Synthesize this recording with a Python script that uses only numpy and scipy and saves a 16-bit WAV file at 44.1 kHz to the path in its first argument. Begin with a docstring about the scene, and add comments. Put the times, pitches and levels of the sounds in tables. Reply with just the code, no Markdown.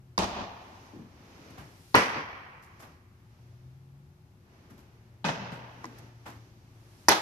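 """A large indoor training hall, a stereo microphone close to a catcher. Ventilation hums throughout.
A pitch smacks into a leather mitt in the next lane; the pop fills the hall and comes off the walls.
The near catcher shuffles on the turf, then a ball hisses in and cracks close by, at about 2 s.
A low drone, perhaps an engine outside, climbs and settles. The next lane pops again just after 5 s;
more shuffling, a hand pats the mitt, and a last close pitch lands at about 7 s."""
import sys
import numpy as np
from scipy import signal
from scipy.fft import rfft, irfft, next_fast_len
from scipy.io import wavfile
from scipy.ndimage import uniform_filter1d

SR = 44100
rng = np.random.default_rng(int(sys.argv[2]) if len(sys.argv) > 2 else 0)


def unload_wav(signal):
    """Save mono or channel-first audio to the path in sys.argv[1] as 16-bit WAV at rate SR, clipped to [-1, 1]."""
    wavfile.write(
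        sys.argv[1],
        SR,
        np.round(np.clip(np.atleast_2d(signal).T, -1, 1) * 32767).astype(np.int16),
    )


N = 317961
EAR_GAP_M, SOUND_M_PER_S = 0.15, 343

# Ball meeting mitt, next lane and close by in turn: (time [s], seating delay [s], folding delay [s],
# pocket pitch [Hz], first touch [dB], seating [dB], folding [dB], crack [dB], crack centre [Hz],
# high click [dB], palm thump [dB], lead of the left ear [ms])
CATCHES = [(.178, .0018, .0094, 996, -19, -10.5, -29, -15.5, 4660, -24, -38, -0.27),
           (1.943, .0036, .0092, 997, -12, 0, -3, -17, 4060, -8, -11.5, .22),
           (5.2429, 0.0046, 0.0088, 910, -23, -17, -25, -25, 3400, -45, -38, 0.18),
           (7.0843, 0.0016, .0066, 945, 0.5, -12, -10, -3, 5600, -0.5, -29, 0.087)]
# How each catch spreads through the hall: (early field [dB], late field [dB], early t60 [factor],
# late t60 [factor], ringing [dB], near wall delay [s], its sharp echo [dB], its smeared echo [dB],
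# far wall echo [dB])
HALL_SPREAD = [(-23, -31.5, 0.65, 0.94, -30.5, 0.054, -11.5, -28.5, -35),
               (-15.5, -29.5, 0.8, 0.95, -26.5, .031, -15, -27.5, -32.5),
               (-24.5, -33, 0.53, 1, -33, .0432, -1, -27.5, -44.5),
               (-17, -28, 0.7, 0.39, -22, 0.029, -17.5, -21, -38)]
# The near catcher's shoes on turf:
# (time [s], thud [dB], thud pitch [Hz], scuff [dB], grit [dB], scuff t60 [s])
STEPS = [(.924, -43, 235, -86, -96, .3), (.975, -43, 202, -64, -80, 0.49), (1.38, -58, 196, -73, -79, .2),
         (1.497, -51, 203, -61, -63, 0.075), (1.572, -45, 118, -47, -61, 0.37),
         (2.62, -74, 200, -67, -60.5, 0.22), (2.792, -58, 271, -52, -54.5, 0.2),
         (2.82, -56, 270, -49.5, -65, 0.36), (4.697, -52, 196, -58.5, -65, 0.22),
         (4.771, -57, 196, -60.5, -65.5, 0.27), (5.514, -43.5, 162, -45, -63, 0.3),
         (5.833, -44.5, 270, -49, -59, 0.19), (5.977, -53, 150, -55, -56, 0.068),
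         (6.254, -48, 254, -42.5, -56.5, 0.37)]


def amp(db):
    """Decibels to gain."""
    return 10 ** (np.asarray(db) / 20)


def unit(x):
    """Scales to an rms of one."""
    return x / np.sqrt(np.mean(x ** 2) + 1e-20)


def read(points, hz):
    """Reads a table on a log-frequency axis."""
    f, value = np.transpose(points)
    return np.interp(np.log(hz + 1), np.log(np.sort(f) + 1), value)


def add(mix, s, sound):
    """Mixes a stereo sound in at time s."""
    part = mix[:, max(round(s * SR), 0):][:, :sound.shape[1]]
    part += sound[:, :part.shape[1]]


def hump(hz, centre_hz, octaves):
    """Gain of a broad resonance."""
    return 1 / (1 + (np.log2((hz + 1) / centre_hz) / octaves) ** 2) ** 2


def waver(rate_hz):
    """A slow random wander of about unit size."""
    return np.interp(np.arange(N) / SR * rate_hz, np.arange(1024), rng.standard_normal(1024))


def swell(age, rise, fall):
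    """A smooth bell that peaks at age zero, with its own rise and fall times."""
    return np.exp(-(age / np.where(age < 0, rise, fall)) ** 2)


def diffuse(gain, size):
    """Noise from all sides with the spectrum gain(hz): alike at both ears in the bass only."""
    hz = np.fft.rfftfreq(size, 1 / SR)
    mid, side = np.exp(2j * np.pi * rng.random((2, len(hz))))
    coherence = np.sinc(2 * hz * EAR_GAP_M / SOUND_M_PER_S)
    mid, side = mid * np.sqrt((1 + coherence) / 2), side * np.sqrt((1 - coherence) / 2)
    return unit(irfft(np.array([mid + side, mid - side]) * gain(hz), size))


def noise_floor(db=-57):
    """A steady low rumble and faint background hiss."""
    # (frequency [Hz], density [dB])
    floor_spectrum = [(20, -20.5), (45, -8.5), (95, 4), (160, -3.5), (280, -14), (450, -22.5), (900, -23.5),
                      (1600, -28), (3000, -33.5), (5500, -37), (9000, -42.5), (13500, -38), (14800, -67.5)]
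    return amp(db) * diffuse(lambda hz: amp(read(floor_spectrum, hz)), next_fast_len(N))[:, :N]


def ventilation(waver_hz=1.3):
    """Fans hum on two wavering tones."""
    # (frequency [Hz], rms level [dB])
    fan_tones = [(360.7, -72.5), (839.8, -84.5)]
    return np.sqrt(2) * sum(amp(db) * np.sin(2 * np.pi * np.cumsum(hz + waver_hz * waver(16)) / SR)
                            for hz, db in fan_tones)


def drone(flutter_db=2):
    """A low tone, perhaps an engine outside, glides while it swells and fades."""
    # (peak time [s], rms level [dB], rise [s], fall [s], pitch at the peak [Hz],
    # glide before [Hz/s], glide after [Hz/s])
    drone_swells = [(0, -58, .1, .35, 131, 0, -30), (3.8, -51.5, .52, .36, 132.3, 36, 36),
                    (5.5, -53, .58, 1.6, 122, 13, -8)]
    out = np.zeros(N)
    for s, db, rise, fall, hz, glide_before, glide_after in drone_swells:
        age = np.arange(N) / SR - s
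        turns = np.cumsum(hz + age * np.where(age < 0, glide_before, glide_after)) / SR
        out += amp(db + flutter_db * waver(22)) * swell(age, rise, fall) * np.sin(2 * np.pi * turns)
    return np.sqrt(2) * out


def soft_hiss(rest_db=-75, treble_hz=3000):
    """A soft background hiss swells and sinks, sometimes brighter."""
    # (frequency [Hz], density [dB])
    hiss_spectrum = [(60, -20), (280, 4.5), (500, -3.5), (1000, -5.5), (1500, -8), (2250, -9.5),
                     (3500, -14.5), (6100, -13.5), (8000, -28), (10000, -28), (13000, -23), (14800, -51)]
    # (peak time [s], level [dB], treble lift [dB], rise [s], fall [s])
    hiss_swells = [(.82, -56.5, 0.5, .35, 0.21), (1.5, -52.5, -2.5, 0.4, 0.31),
                   (2.901, -62.5, 0.5, 0.27, 0.084), (3.45, -68, 0, .3, .35), (4.58, -60.5, -5, .13, 0.58),
                   (6.0, -55, -2, 0.39, 0.12), (6.35, -62, 1.5, 0.26, 0.27), (7.1, -62, -0.5, 0.58, .2)]
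    t = np.arange(N) / SR
    hiss = diffuse(lambda hz: amp(read(hiss_spectrum, hz)), next_fast_len(N))[:, :N]
    treble = signal.sosfiltfilt(signal.butter(2, treble_hz, "high", fs=SR, output="sos"), hiss)
    body_power = treble_power = amp(rest_db) ** 2
    for s, db, lift_db, rise, fall in hiss_swells:
        power = (amp(db) * swell(t - s, rise, fall)) ** 2
        body_power = body_power + power
        treble_power = treble_power + power * amp(lift_db) ** 2
    return np.sqrt(body_power) * (hiss - treble) + np.sqrt(treble_power) * treble


def boom(db, pitch_hz, t60, pan_db, rise_s=0.00081):
    """A soft low blow, blurred by the hall."""
    t = np.arange(2 ** 14) / SR
    noise = diffuse(lambda hz: hump(hz, pitch_hz, octaves=1), len(t)) * amp([[0], [-pan_db]])
    return noise * amp(db - 60 * t / t60) * (1 - np.exp(-t / rise_s))


def puffs():
    """Low puffs of air right at the microphone, mostly on the left."""
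    # (time [s], level [dB], pitch [Hz], t60 [s], left over right [dB])
    air_puffs = [(0.382, -47, 60.4, 0.37, 23), (7.089, -22.5, 99, 0.071, 13)]
    out = np.zeros((2, N))
    for s, *puff in air_puffs:
        add(out, s, boom(*puff))
    return out


def thuds(weight_lag_s=.01):
    """The catcher's weight lands on the floor just after the sole touches."""
    out = np.zeros((2, N))
    for s, db, pitch_hz, *_ in STEPS:
        add(out, s + weight_lag_s, boom(db, pitch_hz, t60=0.4, pan_db=0.4))
    return out


def scuffs(press_s=.011, body_hz=950, grit_hz=5500, fizz_hz=12000, grain_db=4.0):
    """Near the microphone a sole presses the turf and its grains crunch."""
    out, t = np.zeros((2, N)), np.arange(2 ** 14) / SR
    for s, _, _, body_db, grit_db, t60 in STEPS:
        press = np.minimum(t / press_s, 1) * amp(-60 * np.maximum(t - press_s, 0) / t60)
        roughness = unit(uniform_filter1d(rng.standard_normal(len(t)), size=50))
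        grains = unit(amp(grain_db * roughness))
        body = diffuse(lambda hz: hump(hz, body_hz, octaves=1.6), len(t))
        grit = diffuse(lambda hz: hump(hz, grit_hz, 0.91) + 0.86 * hump(hz, fizz_hz, 0.28), len(t))
        add(out, s, press * (amp(body_db) * body + amp(grit_db) * grit * grains))
    return out


def ringing(modes, t):
    """Dying notes that reach the two ears slightly apart; the strongest starts at one."""
    top_db = max(db for _, db, _ in modes)
    lags = rng.uniform(-1, 1, (len(modes), 2, 1)) * EAR_GAP_M / SOUND_M_PER_S / 2
    return sum(amp(db - top_db - 60 * t / t60) * np.sin(2 * np.pi * hz * (t + lag))
               for (hz, db, t60), lag in zip(modes, lags))


def uneven(tone, hz, ripple_db=1.2):
    """A spectrum with the small peaks and dips that crossing reflections leave in it."""
    ripple = np.interp(hz, np.linspace(0, SR / 2, 256), rng.standard_normal(256))
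    return amp(read(tone, hz) + ripple_db * ripple)


def reverberation(hz, t, spread, sheen_db=3, sheen_fade_db_per_s=45, wall_bass_hz=170,
                  scatter_s=.007, far_wall_s=0.22, air_loss_db_per_s=110):
    """Power by frequency and age of a quick nearby wash, a long tail and two smeared wall echoes."""
    # Decay of the nearby space and of the whole hall: (frequency [Hz], t60 [s])
    early_t60 = [(80, 0.39), (300, .4), (1000, 0.6), (3000, 0.57), (6000, 0.49), (12000, 0.77)]
    late_t60 = [(80, 1.1), (300, 1.22), (900, 1.88), (2400, 1.78), (4000, 1.32), (6500, 1), (9000, 0.25),
                (14000, 1.9)]
    early_db, late_db, early_factor, late_factor, _, wall_s, _, near_db, far_db = spread
    treble = (hz / (SR / 4)) ** 2
    sheen = np.minimum(treble, 1) * (sheen_db - sheen_fade_db_per_s * t)
    early = amp(early_db - 60 * t / (early_factor * read(early_t60, hz)) + sheen)
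    late = amp(late_db - 60 * t / (late_factor * read(late_t60, hz)))
    power = early ** 2 + late ** 2
    returned = hz ** 2 / (hz ** 2 + wall_bass_hz ** 2)  # curtained walls let the bass through
    for delay, db, smear_s in [(wall_s + scatter_s, near_db, 0.011), (far_wall_s, far_db, 0.042)]:
        echo = amp(db - air_loss_db_per_s * delay * treble)  # a longer path loses more treble
        power += returned * echo ** 2 * np.exp(-((t - delay) / smear_s) ** 2)
    return power


def hall(lag_s=.002, build_s=.0045, clump_db=1.0, low_cut_hz=60):
    """The hall answers each catch from all sides with reverberation and hollow notes."""
    # Tone of the hall, one list a catch: (frequency [Hz], density [dB])
    hall_tones = [
        [(45, 1), (95, 1), (140, -14), (190, 1.5), (290, -11), (360, -7.5), (450, -11), (760, -5.5),
         (1100, -8.5), (1350, -16), (2900, -19), (6000, -22.5), (8000, -32.5), (14000, -49)],
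        [(45, -29.5), (110, -7), (250, -7), (450, -7.5), (620, -10.5), (1030, -3.5), (1400, -8), (2250, -8.5),
         (3200, -18.5), (3800, -22), (5600, -20), (8000, -36), (11500, -38), (14500, -52.5)],
        [(50, -34.5), (105, -2.5), (185, 1), (330, -14), (430, -9.5), (880, -6), (1280, -14.5), (1570, -11),
         (2100, -17), (2650, -16.5), (4000, -22), (6200, -23.5), (8000, -37.5), (14000, -50.5)],
        [(50, -47), (150, -11), (330, -5), (580, -5.5), (880, 0), (1400, -4.5), (2000, -8), (2700, -12),
         (3700, -9), (6400, -14), (7600, -26), (12200, -30), (15000, -40)],
    ]
    # Notes that ring on, one list a catch: (frequency [Hz], relative level [dB], t60 [s])
    hollow_notes = [
        [(187, -1, 0.45), (226, -6, 0.44), (359, 0, 0.24), (733, -8, 0.31), (1160, -30, 0.25)],
        [(248.5, -2, 0.19), (459, 3, 0.45), (525, -6, 0.28), (948, -3.5, 0.74), (995, -4, 0.4),
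         (1630, -9.5, .5), (1949.5, -3, 1)],
        [(187.8, 1, 0.26), (907, -10, .39), (1050, -16, 0.42), (1566, 6.5, 0.25), (2520, 5.5, 0.25)],
        [(320.7, 4.5, 0.27), (836, -3.5, 0.85), (870, -2, 0.35), (1423, -9, 0.32), (1780, 0, 0.12),
         (2028, 6, 0.14)],
    ]
    out, size = np.zeros((2, N)), 2 ** 16
    age = np.arange(size) / SR
    for (s, *_), spread, tone, modes in zip(CATCHES, HALL_SPREAD, hall_tones, hollow_notes):
        field = diffuse(lambda f: uneven(tone, f) * f ** 2 / (f ** 2 + low_cut_hz ** 2), size)
        hz, t, frames = signal.stft(field, SR, nperseg=256)
        decay = np.sqrt(reverberation(hz[:, None], t, spread))
        clumps = amp(clump_db * rng.standard_normal(len(t)))  # reflections arrive in bunches
        tail = signal.istft(frames * decay * clumps, SR, nperseg=256)[1][:, :size]
        ring_db = spread[4]
        notes = amp(ring_db) * ringing(modes, age)
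        add(out, s + lag_s, (tail + notes) * (1 - np.exp(-age / build_s)))
    return out


def flights(fade_in_s=.45, nearing_s=.3):
    """A spinning ball hisses louder as it nears the microphone, and stops in the mitt."""
    # The two close pitches: (arrival time [s], level on arrival [dB])
    arrivals = [(1.945, -60.5), (7.086, -64)]
    # Hiss of the seams: (frequency [Hz], density [dB])
    seam_spectrum = [(100, -24), (1500, -5), (5000, 1), (8000, -4.5), (12500, -1.5), (14800, -25.5)]
    out, to_go = np.zeros((2, N)), np.arange(2 ** 15)[::-1] / SR
    for s, db in arrivals:
        level = amp(db) * np.exp(-(to_go / fade_in_s) ** 2) / (1 + to_go / nearing_s)
        add(out, s - to_go[0], level * diffuse(lambda hz: amp(read(seam_spectrum, hz)), len(to_go)))
    return out


def contact(lead_ms, attack_s=0.00073):
    """Time since a contact at each ear, and its quick onset."""
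    age = np.maximum(np.arange(2048) / SR - np.array([[0], [lead_ms / 1000]]), 0)
    return age, 1 - np.exp(-(age / attack_s) ** 2)


def pocket(db, pocket_hz, lead_ms):
    """The struck pocket of the mitt rings for a few cycles."""
    # (frequency [multiple of the pocket pitch], level [dB], t60 [s])
    mitt_modes = [(.3, -12.5, 0.024), (.8, -24, .012), (1, 0.5, 0.018), (1.35, -10, 0.017),
                  (1.95, -4.5, 0.013)]
    age, onset = contact(lead_ms)
    return -onset * sum(amp(db + mode_db - 60 * age / t60) * np.sin(2 * np.pi * pocket_hz * ratio * age)
                        for ratio, mode_db, t60 in mitt_modes)


def crack(db, centre_hz, lead_ms, t60=0.011, octaves=0.51):
    """A short, bright burst of noise as the leather is struck."""
    age, onset = contact(lead_ms)
    noise = diffuse(lambda hz: hump(hz, centre_hz, octaves), age.shape[1])
    return onset * amp(db - 60 * age / t60) * noise


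def catch(seat_s, fold_s, hz, touch_db, seat_db, fold_db, crack_db, crack_hz, click_db, palm_db, lead_ms,
          seat_crack_db=-4.5, fold_crack_db=-5.5, fold_ratio=1.35,
          click_hz=11220, palm_s=.014, palm_ratio=0.61):
    """The ball touches and seats, the mitt folds with a brief, very high click, and the palm thumps."""
    out = np.zeros((2, 4096))
    add(out, 0, pocket(touch_db, hz, lead_ms) + crack(crack_db, crack_hz, lead_ms))
    add(out, seat_s, pocket(seat_db, hz, lead_ms) + crack(crack_db + seat_crack_db, crack_hz, lead_ms))
    add(out, fold_s, pocket(fold_db, hz * fold_ratio, lead_ms))
    add(out, fold_s, crack(crack_db + fold_crack_db, crack_hz, lead_ms))
    add(out, fold_s, crack(click_db, click_hz, lead_ms, t60=0.006, octaves=0.34))
    add(out, seat_s + palm_s, pocket(palm_db, hz * palm_ratio, lead_ms))
    return out


def mitts(pat_hz=1030, pat_crack_hz=5270, pat_lead_ms=0.18):
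    """Each catch, heard direct and sharply off the near wall, and the pats of a hand."""
    # A hand patting the mitt: (time [s], pocket [dB], crack [dB])
    hand_pats = [(5.843, -24, -36.5), (5.8539, -33, -36)]
    out = np.zeros((2, N))
    for (s, *blow), (*_, wall_s, sharp_db, _, _) in zip(CATCHES, HALL_SPREAD):
        pop = catch(*blow)
        add(out, s, pop)
        add(out, s + wall_s, amp(sharp_db) * pop)
    for s, db, crack_db in hand_pats:
        add(out, s, pocket(db, pat_hz, pat_lead_ms) + crack(crack_db, pat_crack_hz, pat_lead_ms))
    return out


def ports(x, top_hz=14300):
    """The two microphone ports colour left and right differently; both fade in the top treble."""
    # (frequency [Hz], left over right [dB])
    port_balance = [(100, 3), (500, 1.5), (1100, 1.5), (2000, -3), (3400, 0), (5700, -6.5), (7200, -1),
                    (9800, 18), (14000, 9.5)]
    size = next_fast_len(N + 1024)
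    hz = np.fft.rfftfreq(size, 1 / SR)
    ratio = amp(read(port_balance, hz))
    gain = np.array([ratio, np.ones_like(ratio)]) / np.sqrt((1 + ratio ** 2) / 2)  # keeps total power
    return irfft(rfft(x, size) * gain / (1 + (hz / top_hz) ** 20), size)[:, :N]


def scene(lean_db=1):
    """The practice as it reaches the microphone, over a background that leans slightly left."""
    practice = ports(mitts() + hall() + flights() + scuffs() + thuds() + puffs() + soft_hiss())
    return practice + (noise_floor() + ventilation() + drone()) * amp([[lean_db], [-lean_db]])


def record(dry, ceiling=.9, edge_hz=16600):
    """The loudest pop overloads the microphone; a steep low-pass limits the band."""
    clipped = dry / (1 + (dry / ceiling) ** 8) ** (1 / 8)
    low_pass = signal.firwin(255, edge_hz, window=("kaiser", 9), fs=SR)
    return signal.oaconvolve(clipped, low_pass[None], "same")


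dry = scene()
out = record(dry)
unload_wav(out)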